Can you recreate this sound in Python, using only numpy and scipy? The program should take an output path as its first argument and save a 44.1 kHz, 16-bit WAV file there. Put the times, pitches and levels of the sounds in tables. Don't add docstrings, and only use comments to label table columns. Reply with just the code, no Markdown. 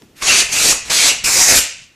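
import sys
import numpy as np
from scipy import signal
from scipy.fft import rfft, irfft, next_fast_len
from scipy.io import wavfile
from scipy.ndimage import uniform_filter1d, map_coordinates

SR = 44100
rng = np.random.default_rng(int(sys.argv[2]) if len(sys.argv) > 2 else 0)


def unload_wav(signal):
    wavfile.write(
        sys.argv[1],
        SR,
        np.round(np.clip(np.atleast_2d(signal).T, -1, 1) * 32767).astype(np.int16),
    )


def magnitude_from_level(level_db):
    exponent = np.asarray(level_db, float) / 20
    return 10 ** exponent


N = 85995
BLOCK_HZ, BLOCK_WIDTH_HZ = 2750, 600


def unit(x):
    return x / np.sqrt(np.mean(x ** 2) + 1e-20)


def along(points, hz):
    f, v = np.transpose(points)
    return np.interp(np.log(hz + 1), np.log(f + 1), v)


def wobble(rate):
    knots = rng.standard_normal(int(N * rate / SR) + 4)
    return map_coordinates(knots, [np.arange(N) * rate / SR])


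def noise(gain, patchy_db):
    hz, t, z = signal.stft(rng.standard_normal(N), SR, nperseg=512)
    patches = uniform_filter1d(rng.standard_normal(z.shape), size=5, axis=0)
    patches = uniform_filter1d(patches, size=8, axis=1)
    colour = gain(hz[:, None], t[None]) * np.ones(z.shape)
    colour = colour / np.sqrt(np.mean(colour ** 2, axis=0))
    return signal.istft(z * colour * magnitude_from_level(patchy_db * unit(patches)), SR, nperseg=512)[1][:N]


def peak(hz, centre_hz, width_hz):
    return np.abs(hz * width_hz / (centre_hz ** 2 - hz ** 2 + 1j * hz * width_hz))


# (frequency [Hz], level [dB per Hz])
HISS = [(600, -74), (1200, -18), (1800, -12), (3300, -8), (4500, -5.5), (6850, -4), (9640, -11),
        (15200, -24.5)]


def hiss_db(hz):
    return along(HISS, hz)


# (frequency [Hz], level [dB per Hz])
FLOOR = [(25, -7), (110, -12), (250, -12.5), (1200, -16.5), (2600, -17), (6000, -23), (10000, -30),
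         (15200, -31)]


def room_tone():
    t = np.arange(N) / SR
    level_db = -57.5 - 1 * (t > FIRST[-1][0])
    return magnitude_from_level(level_db) * noise(lambda hz, u: magnitude_from_level(along(FLOOR, hz)), patchy_db=1.5)


# (time [s], level [dB])
RUMBLE = [
    (0, -61),
    (.2, -54),
    (.3, -45.5),
    (1.2, -44.5),
    (1.3, -45),
    (1.6, -60.5),
    (1.85, -53),
    (1.95, -67),
]


def rumble():
    t = np.arange(N) / SR
    return magnitude_from_level(np.interp(t, *np.transpose(RUMBLE))) * noise(lambda hz, u: peak(hz, 55, 90) ** 2, patchy_db=1.6)


# (frequency [Hz], level [dB per Hz])
SHUFFLE = [(60, -18), (200, -7), (320, -3.5), (600, -21.5), (1200, -29), (4000, -38.5)]
# (time [s], level [dB])
STIR = [
    (0, -56),
    (.04, -44.5),
    (.07, -54),
    (.1, -57.5),
    (.15, -51),
    (.2, -60),
    (.3, -68),
]


def shuffle():
    t = np.arange(N) / SR
    level_db = np.interp(t, *np.transpose(STIR)) + 2 * wobble(40)
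    return magnitude_from_level(level_db) * noise(lambda hz, u: magnitude_from_level(along(SHUFFLE, hz)), patchy_db=1.4)


def earlier_blast():
    t = np.arange(N) / SR
    start_db, t60_s = -58.5, 0.71
    return magnitude_from_level(start_db - 60 * t / t60_s) * noise(lambda hz, u: magnitude_from_level(hiss_db(hz)), patchy_db=1.4)


def tick():
    t = np.arange(N) / SR
    start_s, start_db, t60_s = .0205, -39, .02

    def colour(hz, u):
        click = .6 / (1 + (hz / 7000) ** 8)
        return click + 3.5 * peak(hz, 850, 400) + 1.7 * peak(hz, 5500, 600)

    decay = magnitude_from_level(start_db - 60 * np.abs(t - start_s) / t60_s)
    return (t > start_s) * decay * noise(colour, patchy_db=-1.0)


# (frequency [Hz], level [dB per Hz])
SPLASH = [(15, -4), (40, -8), (357, -1.5), (943, -2.5), (1260, -2.5), (1360, -1), (2000, -1.5),
          (2600, -3.5), (4400, -120)]


def blast(rows, tones, tilt_db):
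    s, flow_db, hole_db, hole_hz, splash_db = np.transpose(rows)
    t = np.arange(N) / SR
    hole_width_hz, shut_s = 700, 0.0036

    def at(values, when=t):
        return np.interp(when, s, values)

    def jet(hz, u):
        level_db = hiss_db(hz) + tilt_db * np.log2((hz + 50) / 6000)
        for first_hz, last_hz, width_hz, db in tones:
            glide_hz = np.interp(u, s[[0, -1]], [first_hz, last_hz])
            level_db = level_db + db * peak(hz, glide_hz, width_hz) ** 2
        return magnitude_from_level(level_db)

    def hole_song(hz, u):
        return peak(hz, at(hole_hz, u), hole_width_hz) ** 2

    hiss = noise(jet, patchy_db=1.3)
    hole = magnitude_from_level(at(hole_db) + 1.5 * wobble(30)) * noise(hole_song, patchy_db=1.2)
    splash = noise(lambda hz, u: magnitude_from_level(along(SPLASH, hz)), patchy_db=2.0)
    splash = magnitude_from_level(at(splash_db) + 1.3 * wobble(24.87)) * splash
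    valve = (t > s[0]) * np.exp(-np.clip(t - s[-1], 0, None) / shut_s)
    flow = magnitude_from_level(at(flow_db) + 0.11 * wobble(60.16))
    return flow * valve * (hiss + hole + splash)


# (time [s], flow [dB], hole song over flow [dB], hole pitch [Hz], splash over flow [dB])
FIRST = [
    (0.151, -69, -15, 2470, -6),
    (0.207, -45, -15, 2550, -1),
    (0.22, -34, -24, 2500, -3),
    (0.225, -20.5, -4, 2490, -7),
    (.25, -20.5, -31, 2600, -11),
    (0.278, -12, -9.5, 2950, -12),
    (.33, -13.5, -6, 2520, -11.5),
    (0.404, -10.5, -19, 2430, -16.5),
    (0.426, -20, -2, 2500, -6.5),
]
SECOND = [
    (.49, -32, -3, 2540, -5.5),
    (0.514, -30, -3, 2540, -4),
    (0.525, -15.5, -11, 2400, -17),
    (.545, -18, -8, 2560, -10.5),
    (.63, -13, -19.5, 2400, -14),
    (.71, -11, -15, 2510, -14.5),
    (0.731, -18, -21, 2770, -3.5),
]
THIRD = [
    (.85, -35, -32, 2360, -7),
    (0.896, -33, -1, 2360, -4),
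    (.902, -16, -21, 2210, -9),
    (.935, -14.5, -20, 2200, -13.5),
    (.98, -13.5, -12, 2420, -14.5),
    (1.05, -11.5, -14, 2150, -13),
    (1.089, -11, -14.5, 2400, -13),
    (1.113, -20.5, 4.5, 3000, -11.5),
    (1.12, -28, 4, 2980, 4.5),
]
FOURTH = [
    (1.237, -43, -36, 2480, 8),
    (1.242, -15, -6.5, 2480, -14.5),
    (1.28, -15.5, -8.5, 2280, -10),
    (1.31, -14.5, -10, 2310, -17),
    (1.36, -13, -15.5, 2200, -14.5),
    (1.42, -9.5, -15, 2240, -13.5),
    (1.465, -14, -14.5, 1980, -12),
    (1.503, -7.5, -12.5, 2220, -12),
    (1.526, -15.5, -34, 2050, -2),
]
SWING = [
    (1.51, -17, -18, 2190, -11),
    (1.533, -13.5, -8.5, 2170, -8),
    (1.566, -9, -17.5, 2350, -11.5),
    (1.592, -11, -7.5, 2890, -13.5),
]
# (first pitch [Hz], last pitch [Hz], width [Hz], level over hiss [dB])
TONES = [
    [(4600, 4560, 220, 6.5), (5900, 6050, 330, 4), (6500, 6900, 550, 3)],
    [(4640, 4550, 200, 4), (5760, 5950, 300, 2.5), (6460, 7700, 2000, 3)],
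    [(4100, 4050, 960, 5), (6000, 6000, 500, 1.5), (8060, 7530, 340, 5.5)],
    [(4220, 3740, 630, 3), (5150, 5160, 1700, 7), (7530, 6100, 1400, 5.5)],
    [(4440, 4500, 1800, 4.5), (7150, 7600, 610, 6.5), (11100, 11200, 1900, 7)],
]
TILTS_DB = [
    -2.06,
    0.7,
    -0.06,
    5,
    1.8,
]


def squeezes():
    pulses = [FIRST, SECOND, THIRD, FOURTH, SWING]
    return sum(blast(*pulse) for pulse in zip(pulses, TONES, TILTS_DB))


# (time [s], level [dB])
LEAK = [
    (.153, -62),
    (.165, -47),
    (.2, -40),
    (.212, -40),
    (.222, -23),
    (.24, -67),
]
# (frequency [Hz], level [dB per Hz])
LEAK_HISS = [(500, -26), (1200, 0), (2500, -0.5), (4000, -2), (8000, -5.5), (12000, -8), (15000, -15)]


def leak():
    t = np.arange(N) / SR
    level_db = np.interp(t, *np.transpose(LEAK), left=-120, right=-120) + 1.5 * wobble(80)
    return magnitude_from_level(level_db) * noise(lambda hz, u: magnitude_from_level(along(LEAK_HISS, hz)), patchy_db=1.5)


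# (time [s], pitch [Hz], level [dB], t60 [s])
CHIRPS = [
    (.221, 1050, -10, .035),
    (.219, 2550, -14, .065),
    (1.102, 2880, -11, .07),
    (1.242, 5250, -12, .13),
    (1.515, 4050, -10, .06),
    (.172, 7600, -44, .04),
    (.902, 1000, -17, .05),
    (.225, 1300, -15, .03),
]


def whistles():
    t = np.arange(N) / SR
    rise_s, waver_hz = .005, 170
    out = 0
    for s, hz, db, t60 in CHIRPS:
        u = np.clip(t - s, 0, None)
        envelope = magnitude_from_level(db - 60 * u / t60) * (1 - np.exp(-u / rise_s))
        phase = 2 * np.pi * np.cumsum(hz + waver_hz * wobble(250)) / SR
        out = out + envelope * np.sin(phase)
    return out


# (time [s], level [dB])
THUMPS = [
    (.225, -32),
    (.44, -34),
    (0.548, -38),
    (0.736, -30.5),
    (.9, -55.5),
    (1.243, -27.5),
    (1.41, -33),
    (1.569, -23),
]


def thumps():
    s, db = np.transpose(THUMPS)[:, :, None]
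    hz = 42 * np.exp(0.068 * rng.standard_normal((len(THUMPS), 1)))
    u = np.clip(np.arange(N) / SR - s, 0, None)
    t60_s = .16
    return np.sum(magnitude_from_level(db - 60 * u / t60_s) * np.sin(2 * np.pi * hz * u), axis=0)


# (time [s], level [dB])
DRIBBLE = [
    (1.6, -20),
    (1.75, -44.5),
    (1.84, -46.5),
    (1.9, -83),
    (1.95, -75),
]


def bleed():
    t = np.arange(N) / SR

    def colour(hz, u):
        soft_hiss = magnitude_from_level(hiss_db(hz)) / (1 + (hz / 8800) ** 6)
        return soft_hiss + .5 * peak(hz, BLOCK_HZ, BLOCK_WIDTH_HZ) ** 2

    return magnitude_from_level(np.interp(t, *np.transpose(DRIBBLE), left=-120)) * noise(colour, patchy_db=-1)


# (frequency [Hz], t60 [s])
ROOM = [(100, 0.55), (250, 0.22), (600, 0.4), (1400, 0.44), (2600, 0.55), (3800, .45), (6000, 0.41),
        (12000, 0.2)]
# (frequency [Hz], level [dB])
ROOM_COLOUR = [(100, -12), (300, -2.5), (1000, -3.5), (2600, -3.5), (3700, -6), (5000, -5), (7500, -1),
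               (12000, 2)]


def garage(x):
    hop, delay, wet = 2048, 200, np.zeros(N + SR)
    starts = range(0, N, hop)
    hz, t, z = signal.stft(rng.standard_normal((len(starts), SR // 2)), SR, nperseg=256)
    sings = peak(hz, BLOCK_HZ, BLOCK_WIDTH_HZ) ** 2
    colour_db = along(ROOM_COLOUR, hz) + .5 * sings
    t60_s = along(ROOM, hz) + .035 * sings
    decay = magnitude_from_level(colour_db[:, None] - 60 * t / t60_s[:, None])
    tails = signal.istft(z * decay, SR, nperseg=256)[1]
    padded = np.pad(x, (hop, 2 * hop))
    fade = np.sqrt(signal.get_window("hann", 2 * hop))
    for a, tail in zip(starts, tails):
        part = signal.fftconvolve(padded[a:a + 2 * hop] * fade, tail / np.linalg.norm(tail))
        wet[a:a + len(part)] += part
    return wet[hop - delay:][:N]


def scene():
    background = room_tone() + rumble() + shuffle() + earlier_blast() + tick()
    air = squeezes() + leak() + whistles() + bleed()
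    mid = air + magnitude_from_level(-3.5) * garage(air) + background + thumps()
    side = magnitude_from_level(-70) * noise(lambda hz, u: (hz + 200) ** -.3, patchy_db=5.0)
    return np.array([mid + side, mid - side])


def microphone(x):
    case_hz, case_width_hz, case_gain = 2650, 600, .25
    top, hard = .92, 8
    m = next_fast_len(N + 8192)
    f = np.fft.rfftfreq(m, 1 / SR)
    damping = 1j * f * case_width_hz
    ring = 1 + case_gain * damping / (case_hz ** 2 - f ** 2 + damping)
    hot = irfft(rfft(x, m) * ring, m)[:, :N]
    return hot / (1 + np.abs(hot / top) ** hard) ** (1 / hard)


# (time [s], edge [Hz])
KEPT = [(.15, 15400), (.18, 12400), (.3, 12800), (.46, 13000), (.5, 14000), (.62, 14500), (.74, 13800),
        (.8, 12900), (.9, 13600), (.99, 13200), (1.15, 12700), (1.225, 12000), (1.24, 15500), (1.38, 14800),
        (1.45, 14400), (1.62, 13900), (1.74, 12900), (1.82, 12800), (1.85, 15400)]
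# (start [s], end [s], centre [Hz])
STREAKS = [
    (.17, .275, 14200),
    (.17, .27, 13500),
    (.305, .365, 14200),
    (.4, .475, 14400),
    (.77, .84, 14300),
    (.9, .99, 14300),
    (1.24, 1.53, 15380),
]


def treble_edge(x):
    ragged_hz, half_width_hz = 650, 45
    hz, t, z = signal.stft(x, SR, nperseg=1024)
    ragged = uniform_filter1d(rng.standard_normal(z.shape[1:]), size=2, axis=0)
    ragged = uniform_filter1d(ragged, size=9, axis=1)
    edge_hz = np.interp(t, *np.transpose(KEPT)) + ragged_hz * unit(ragged)
    edge_hz = np.minimum(edge_hz, 15330)
    thin = sum((t > a) * (t < b) * (np.abs(hz[:, None] - c) < half_width_hz) for a, b, c in STREAKS)
    keep = np.clip((edge_hz - hz[:, None]) / 60, thin > 0, 1)
    return signal.istft(z * keep, SR, nperseg=1024)[1][:, :N]


def top_cut(x):
    return signal.sosfilt(signal.butter(12, 15450, fs=SR, output="sos"), x)


def record(dry):
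    kept = treble_edge(microphone(dry))
    return top_cut(np.clip(kept, -1, 1))


dry = scene()
out = record(dry)
unload_wav(out)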